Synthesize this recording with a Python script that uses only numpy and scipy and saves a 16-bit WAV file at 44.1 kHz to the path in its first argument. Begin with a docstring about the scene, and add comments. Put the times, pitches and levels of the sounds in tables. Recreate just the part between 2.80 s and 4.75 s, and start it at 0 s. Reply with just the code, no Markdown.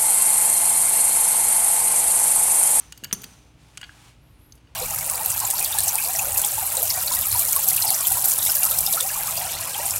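"""A small workshop, close to the bench: a brass clock movement on a wooden stand is handled and turned.
Its levers tick and rattle against the plates, one snaps home hard, and the stand thumps softly.
The stand hisses over the bench mat as it turns and a hammer wire is touched; thin squeaks follow
and a small catch drops. Low room rumble and mains hum lie behind."""
import sys
import numpy as np
from scipy import signal
from scipy.fft import rfft, irfft
from scipy.io import wavfile
from scipy.ndimage import uniform_filter1d

SR = 44100
rng = np.random.default_rng(int(sys.argv[2]) if len(sys.argv) > 2 else 0)


def persist_wave(psi):
    """Save psi, clipped to +-1, as 16-bit WAV."""
    counts = np.round(np.clip(psi, -1, 1) * 32767).astype(np.int16)
    wavfile.write(sys.argv[1], SR, np.atleast_2d(counts).T)


N = 85995

# the lever snapping home, first just before the start so only its tail sounds: start_s, level_db
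SNAP_HITS = [(-.03, -6), (0.3277, 2.5)]
# modes of the lever: pitch_hz, level_db, t60_s
LEVER_MODES = [(3484, -34.5, .035), (5530, -51, .04), (5670, -33.5, .045), (5875, -20, .036),
               (6310, -21, 0.034), (6870, -44.5, 0.044), (7090, -29, .045), (7330, -39.5, .045),
               (9020, -25.5, .036), (9280, -30.5, 0.022), (9510, -23.5, .034), (10392, -36.5, 0.019),
               (13597, -25.5, .022), (14200, -43, .034)]
# tone of the lever's long ring: freq_hz, gain_db
LEVER_RING_EQ = [(5500, -4.5), (6200, -1.5), (9000, 0), (9650, 1.5), (11000, -9), (14000, -19)]
# tone of the snap's attack: freq_hz, gain_db
CRACK_EQ = [(300, -11), (750, -15), (1100, -4), (1900, -8), (2800, -15), (3650, -9), (4400, -12),
            (5200, -6), (6100, 3.5), (7900, -9.5), (9300, 1.5), (11500, -7.5), (13700, -0.5),
            (16000, -11.5)]
# room tone: freq_hz, gain_db
AIR_EQ = [(25, -25), (42, -2), (80, -4), (149, -4.5), (199, -15), (315, -15.5), (373, -18.5), (475, -20),
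          (1750, -29), (2700, -28), (5000, -38), (8000, -52.5), (16000, -54.5)]
# hum tones: pitch_hz, level_db
HUM_TONES = [(59.5, -59), (119, -65.5), (247.6, -70), (301.5, -69)]
# swell of the stand sliding on the mat: time_s, level_db
SLIDE_LEVELS = [(0, -50.5), (.1, -59.5), (.3, -60), (.5, -54.5), (.62, -62.5), (.76, -69.5), (.81, -60.5),
                (.95, -60), (1.12, -56.5), (1.29, -53.5), (1.36, -68), (1.45, -70)]
# tone of the slide: freq_hz, gain_db
SLIDE_EQ = [(290, -48.5), (500, -18.5), (729, 0), (795, 2), (1900, -4.5), (2190, -2), (2390, -2),
            (9360, -8), (16000, -21.5)]
# light metal contacts: start_s, low_db, mid_db, high_db, top_db, chatter_db, ring_db
TICK_HITS = [(.1230, -37.5, -41.5, -37.5, -49.5, 5.5, -3.5), (.1762, -50.5, -45.5, -43, -49, 0.5, -0.5),
             (.2367, -44, -51, -54, -49, -15, 6.5), (.2378, -36, -42, -31, -44, -9, -2.5),
             (.2435, -41.5, -31.5, -36, -35.5, 5.5, -1), (.2498, -32, -61, -56, -61, 2, -2.5),
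             (.3114, -34.5, -49, -73, -70, 6, -12), (.3473, -45.5, -41, -51, -59, 0, 2),
             (.4180, -53.5, -47, -41, -45, -1, 2), (.4350, -39.5, -64, -45, -46, 6, -32),
             (.4403, -38, -37.5, -39, -42, 6.5, -14), (.4428, -44, -27.5, -44, -60, -8, -7),
             (.9525, -47, -72, -64, -67, 1, -28), (.9738, -26, -31, -25, -48, -5, -41),
             (.9765, -35, -41, -39.5, -57, 3.5, -5.5), (1.0135, -36.5, -45, -43, -55.5, 4.5, -1.5),
             (1.0305, -29, -44, -63, -66, 4.5, -3), (1.0395, -39, -37, -46.5, -68, -8, -0.5),
             (1.0450, -39, -44, -63, -68, 3, -10), (1.7228, -62.5, -41, -52, -58, 2, -25),
             (1.7535, -64, -55, -48, -57, -6, -18), (1.7675, -60, -60.5, -68, -80, -4, -12),
             (1.7768, -52, -53, -63, -74, -5, -8), (1.872, -70, -75, -80.5, -87, -6, 9.5)]
# modes of the plates and rods: pitch_hz, level_db, t60_s
FRAME_MODES = [(1453, -8.5, 0.062), (1663, -2, 0.035), (2865, 1, 0.047), (3035, -6, .08), (3240, -7, 0.071),
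               (4602, 0, 0.051), (4780, -3.5, 0.02), (6490, 3, 0.0263), (6720, -3.5, .025),
               (12150, 2.5, .04)]
# the stand bumping on the bench: start_s, level_db
THUMP_HITS = [(0.23, -34.5), (.2520, -42), (0.3116, -44), (0.3287, -26.5), (0.3334, -28.5), (.4440, -38),
              (0.986, -51), (1.032, -52)]
# modes of the wooden stand: pitch_hz, level_db, t60_s
STAND_MODES = [(86, -18, .42), (132, -15, .24), (196.3, -2, .05), (265.5, -3.5, 0.033), (350, -4, 0.017)]
# modes of the hammer wire: pitch_hz, level_db, t60_s
WIRE_MODES = [(1616, 0.5, 0.02), (2830, -18, .045)]
# one glide for each squeak: time_s, pitch_hz, level_db
SQUEAK_GLIDES = [
    [(1.37, 8900, -88), (1.41, 10800, -78), (1.44, 11700, -72.5), (1.465, 11400, -73), (1.5, 12600, -73),
     (1.55, 13800, -80)],
    [(1.47, 9500, -84), (1.53, 10500, -77), (1.57, 10300, -75), (1.615, 11300, -69.5),
     (1.645, 11400, -65.5), (1.68, 11490, -67), (1.71, 10800, -72), (1.75, 11100, -70.5),
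     (1.81, 9200, -83.5)],
    [(1.59, 14300, -79), (1.63, 12500, -73), (1.67, 15100, -80.5), (1.7, 13200, -77), (1.76, 13150, -69),
     (1.8, 11000, -83.5)],
    [(1.5, 8900, -85), (1.56, 9170, -78), (1.63, 9400, -78), (1.67, 9700, -80), (1.73, 9100, -83)],
]
# modes of the catch: pitch_hz, level_db, t60_s
CATCH_MODES = [(2800, -15, 0.022), (4440, -3.5, 0.017), (4800, -7, .018), (5090, -1.5, .018),
               (6250, 2.5, 0.022), (6470, -2.5, 0.02)]
# body of the reverb: freq_hz, gain_db
REVERB_BODY_EQ = [(100, 2.5), (500, 5.5), (4000, -4.5), (9000, -15)]
# sheen of the reverb: freq_hz, gain_db
REVERB_TREBLE_EQ = [(3000, -28), (6200, 4), (9500, 3.5), (12000, -1), (15000, -3.5)]


def undb(db):
    """Decibels to gain."""
    return 10 ** (np.asarray(db) / 20)


def unit(x):
    """Scale to rms 1."""
    return x / np.sqrt(np.mean(x ** 2))


def fade(t60):
    """Exponential decay that loses 60 dB in t60 seconds."""
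    return np.exp(-np.log(1000) * np.arange(N) / SR / t60)


def place(x, start_s):
    """Cue a sound at start_s; anything before zero is cut."""
    i = int(round(start_s * SR))
    return np.pad(x, (max(i, 0), max(-i, 0)))[max(-i, 0):][:N]


def gain_at(hz, eq):
    """Gain of an EQ curve on a log-frequency axis."""
    freqs, db = np.array(eq, float).T
    return undb(np.interp(np.log(np.maximum(hz, 1)), np.log(freqs), db))


def equalise(x, eq, size=512):
    """Minimum-phase EQ, which keeps attacks sharp."""
    cepstrum = irfft(np.log(gain_at(np.fft.rfftfreq(size, 1 / SR), eq)))
    cepstrum[1:size // 2] *= 2
    cepstrum[size // 2 + 1:] = 0
    return signal.fftconvolve(x, irfft(np.exp(rfft(cepstrum))))[:len(x)]


def noise(eq):
    """Steady noise shaped by an EQ curve, rms 1."""
    return unit(irfft(rfft(rng.standard_normal(N)) * gain_at(np.fft.rfftfreq(N, 1 / SR), eq), N))


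def ring(hz, t60):
    """One struck mode."""
    return np.sin(2 * np.pi * hz * np.arange(N) / SR) * fade(t60)


def crack(eq, chatter_db, t60_s, chatter_s, size=4096):
    """A hard contact: a spike, a sharp burst, then a brief dense chatter of small parts."""
    t = np.arange(size) / SR
    spike = undb(3.5) * np.exp(-t / .0003)
    chatter = undb(chatter_db) * np.exp(-(t / chatter_s) ** 2)
    burst = rng.choice([-1., 1.], size) * np.hypot(fade(t60_s)[:size] + spike, chatter)
    return np.pad(equalise(burst, eq), (0, N - size))


def lever_snap(ring_db=-38.5, t60_cycles=6000):
    """A sprung lever strikes its stop: a crack, bright modes and a faint long ring."""
    modes = 0
    for k, (hz, db, t60) in enumerate(LEVER_MODES):
        long_ring = undb(ring_db) * gain_at(hz, LEVER_RING_EQ) * ring(hz, t60_cycles / hz)
        modes += (-1) ** k * undb(db) * (ring(hz, t60) + long_ring)
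    return modes + undb(-13) * crack(CRACK_EQ, chatter_db=-8.5, t60_s=.002, chatter_s=.012)


def room_tone(t):
    """The workshop's bed: low rumble, faint hiss and mains hum."""
    air = undb(-54.5) * noise(AIR_EQ)
    hum = sum(undb(db) * np.sin(2 * np.pi * (hz * t + rng.random())) for hz, db in HUM_TONES)
    return air + np.sqrt(2) * hum


def stand_slide(t, grain_db=1):
    """Wood rubs over the mat: a slightly grainy hiss."""
    grain = unit(uniform_filter1d(rng.standard_normal(N), 180))
    level_db = np.interp(t, *np.array(SLIDE_LEVELS).T) + grain_db * grain
    return noise([(150, -47), *SLIDE_EQ]) * undb(level_db)


def frame_ticks(spread_db=4.5):
    """Levers and wires tap the frame; each point of contact favours different modes."""
    modes = [(-1) ** k * undb(db) * ring(hz, t60) for k, (hz, db, t60) in enumerate(FRAME_MODES)]
    out = 0
    for start_s, low, mid, high, top, chatter_db, ring_db in TICK_HITS:
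        eq = [(500, low - 20), (1000, low - 9), (1450, low - 1), (2900, low),
              (4500, mid), (6600, high), (8800, high), (13000, top)]
        weights = undb(spread_db * rng.uniform(-1.07, 1, len(modes)))
        body = sum(weight * gain_at(hz, eq) * mode
                   for (hz, _, _), weight, mode in zip(FRAME_MODES, weights, modes))
        attack = undb(2) * crack(eq, chatter_db, t60_s=.0032, chatter_s=.0053)
        out += place(attack + undb(ring_db - 2) * body, start_s)
    return out


def knocks(modes, hits, contact_s):
    """Blows on one object; its ring builds while the contact lasts."""
    body = sum(undb(db) * ring(hz, t60) for hz, db, t60 in modes)
    attack = 1 - np.exp(-(np.arange(N) / SR / contact_s) ** 2)
    return sum(undb(db) * place(body * attack, start_s) for start_s, db in hits)


def stand_thumps():
    """The wooden stand bumps the bench, soft and low."""
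    return knocks(STAND_MODES, THUMP_HITS, contact_s=.00085)


def wire_touch(start_s=1.0932, level_db=-31.5):
    """A hammer wire, softly touched, gives a short ping."""
    return knocks(WIRE_MODES, [(start_s, level_db)], contact_s=.00039)


def squeaks(t, edge_s=.02, waver_hz=130, halo_hz=1300):
    """Faint high whistles glide about, each a wavering line in a halo of hiss."""
    out = 0
    for glide in SQUEAK_GLIDES:
        times, hz, db = np.array(glide).T
        waver, halo = (noise([(width, 0), (4 * width, -40)]) for width in (waver_hz, halo_hz))
        gate = np.clip(np.minimum(t - times[0], times[-1] - t) / edge_s + 1, 0, 1)
        whistle = np.sqrt(2) * np.sin(2 * np.pi * np.cumsum(np.interp(t, times, hz)) / SR)
        roughness = 1 + .45 * waver + undb(-1) * halo
        out += whistle * roughness * gate * undb(np.interp(t, times, db))
    return out


def catch_drop(start_s=1.7228, level_db=-41):
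    """A small catch drops with a bright click."""
    return knocks(CATCH_MODES, [(start_s, level_db)], contact_s=.0001)


def reverb(x, wet_db=-17, body_t60_s=.81, treble_t60_s=.63, predelay_s=.016):
    """Add the workshop's reverb, whose treble dies sooner."""
    body = noise(REVERB_BODY_EQ) * fade(body_t60_s)
    treble = undb(-2) * noise(REVERB_TREBLE_EQ) * fade(treble_t60_s)
    tail = body + treble
    tail = place(tail / np.linalg.norm(tail), predelay_s)
    return x + undb(wet_db) * signal.fftconvolve(x, tail)[:N]


def scene():
    """Mono mix: clicks and thumps with reverb, over dry slide, squeaks and room tone."""
    t = np.arange(N) / SR
    snap = reverb(lever_snap())
    snaps = sum(undb(db) * place(snap, start_s) for start_s, db in SNAP_HITS)
    handling = reverb(frame_ticks() + stand_thumps() + wire_touch() + catch_drop())
    return (snaps + handling + stand_slide(t) + squeaks(t) + room_tone(t))[None]


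def record(dry, low_cut_hz=36, high_cut_hz=16300):
    """Trim the deepest bass and the very top."""
    thinned = signal.sosfilt(signal.butter(4, low_cut_hz, "high", fs=SR, output="sos"), dry)
    return signal.sosfilt(signal.ellip(10, .2, 80, high_cut_hz, fs=SR, output="sos"), thinned)


dry = scene()
out = record(dry)
persist_wave(out)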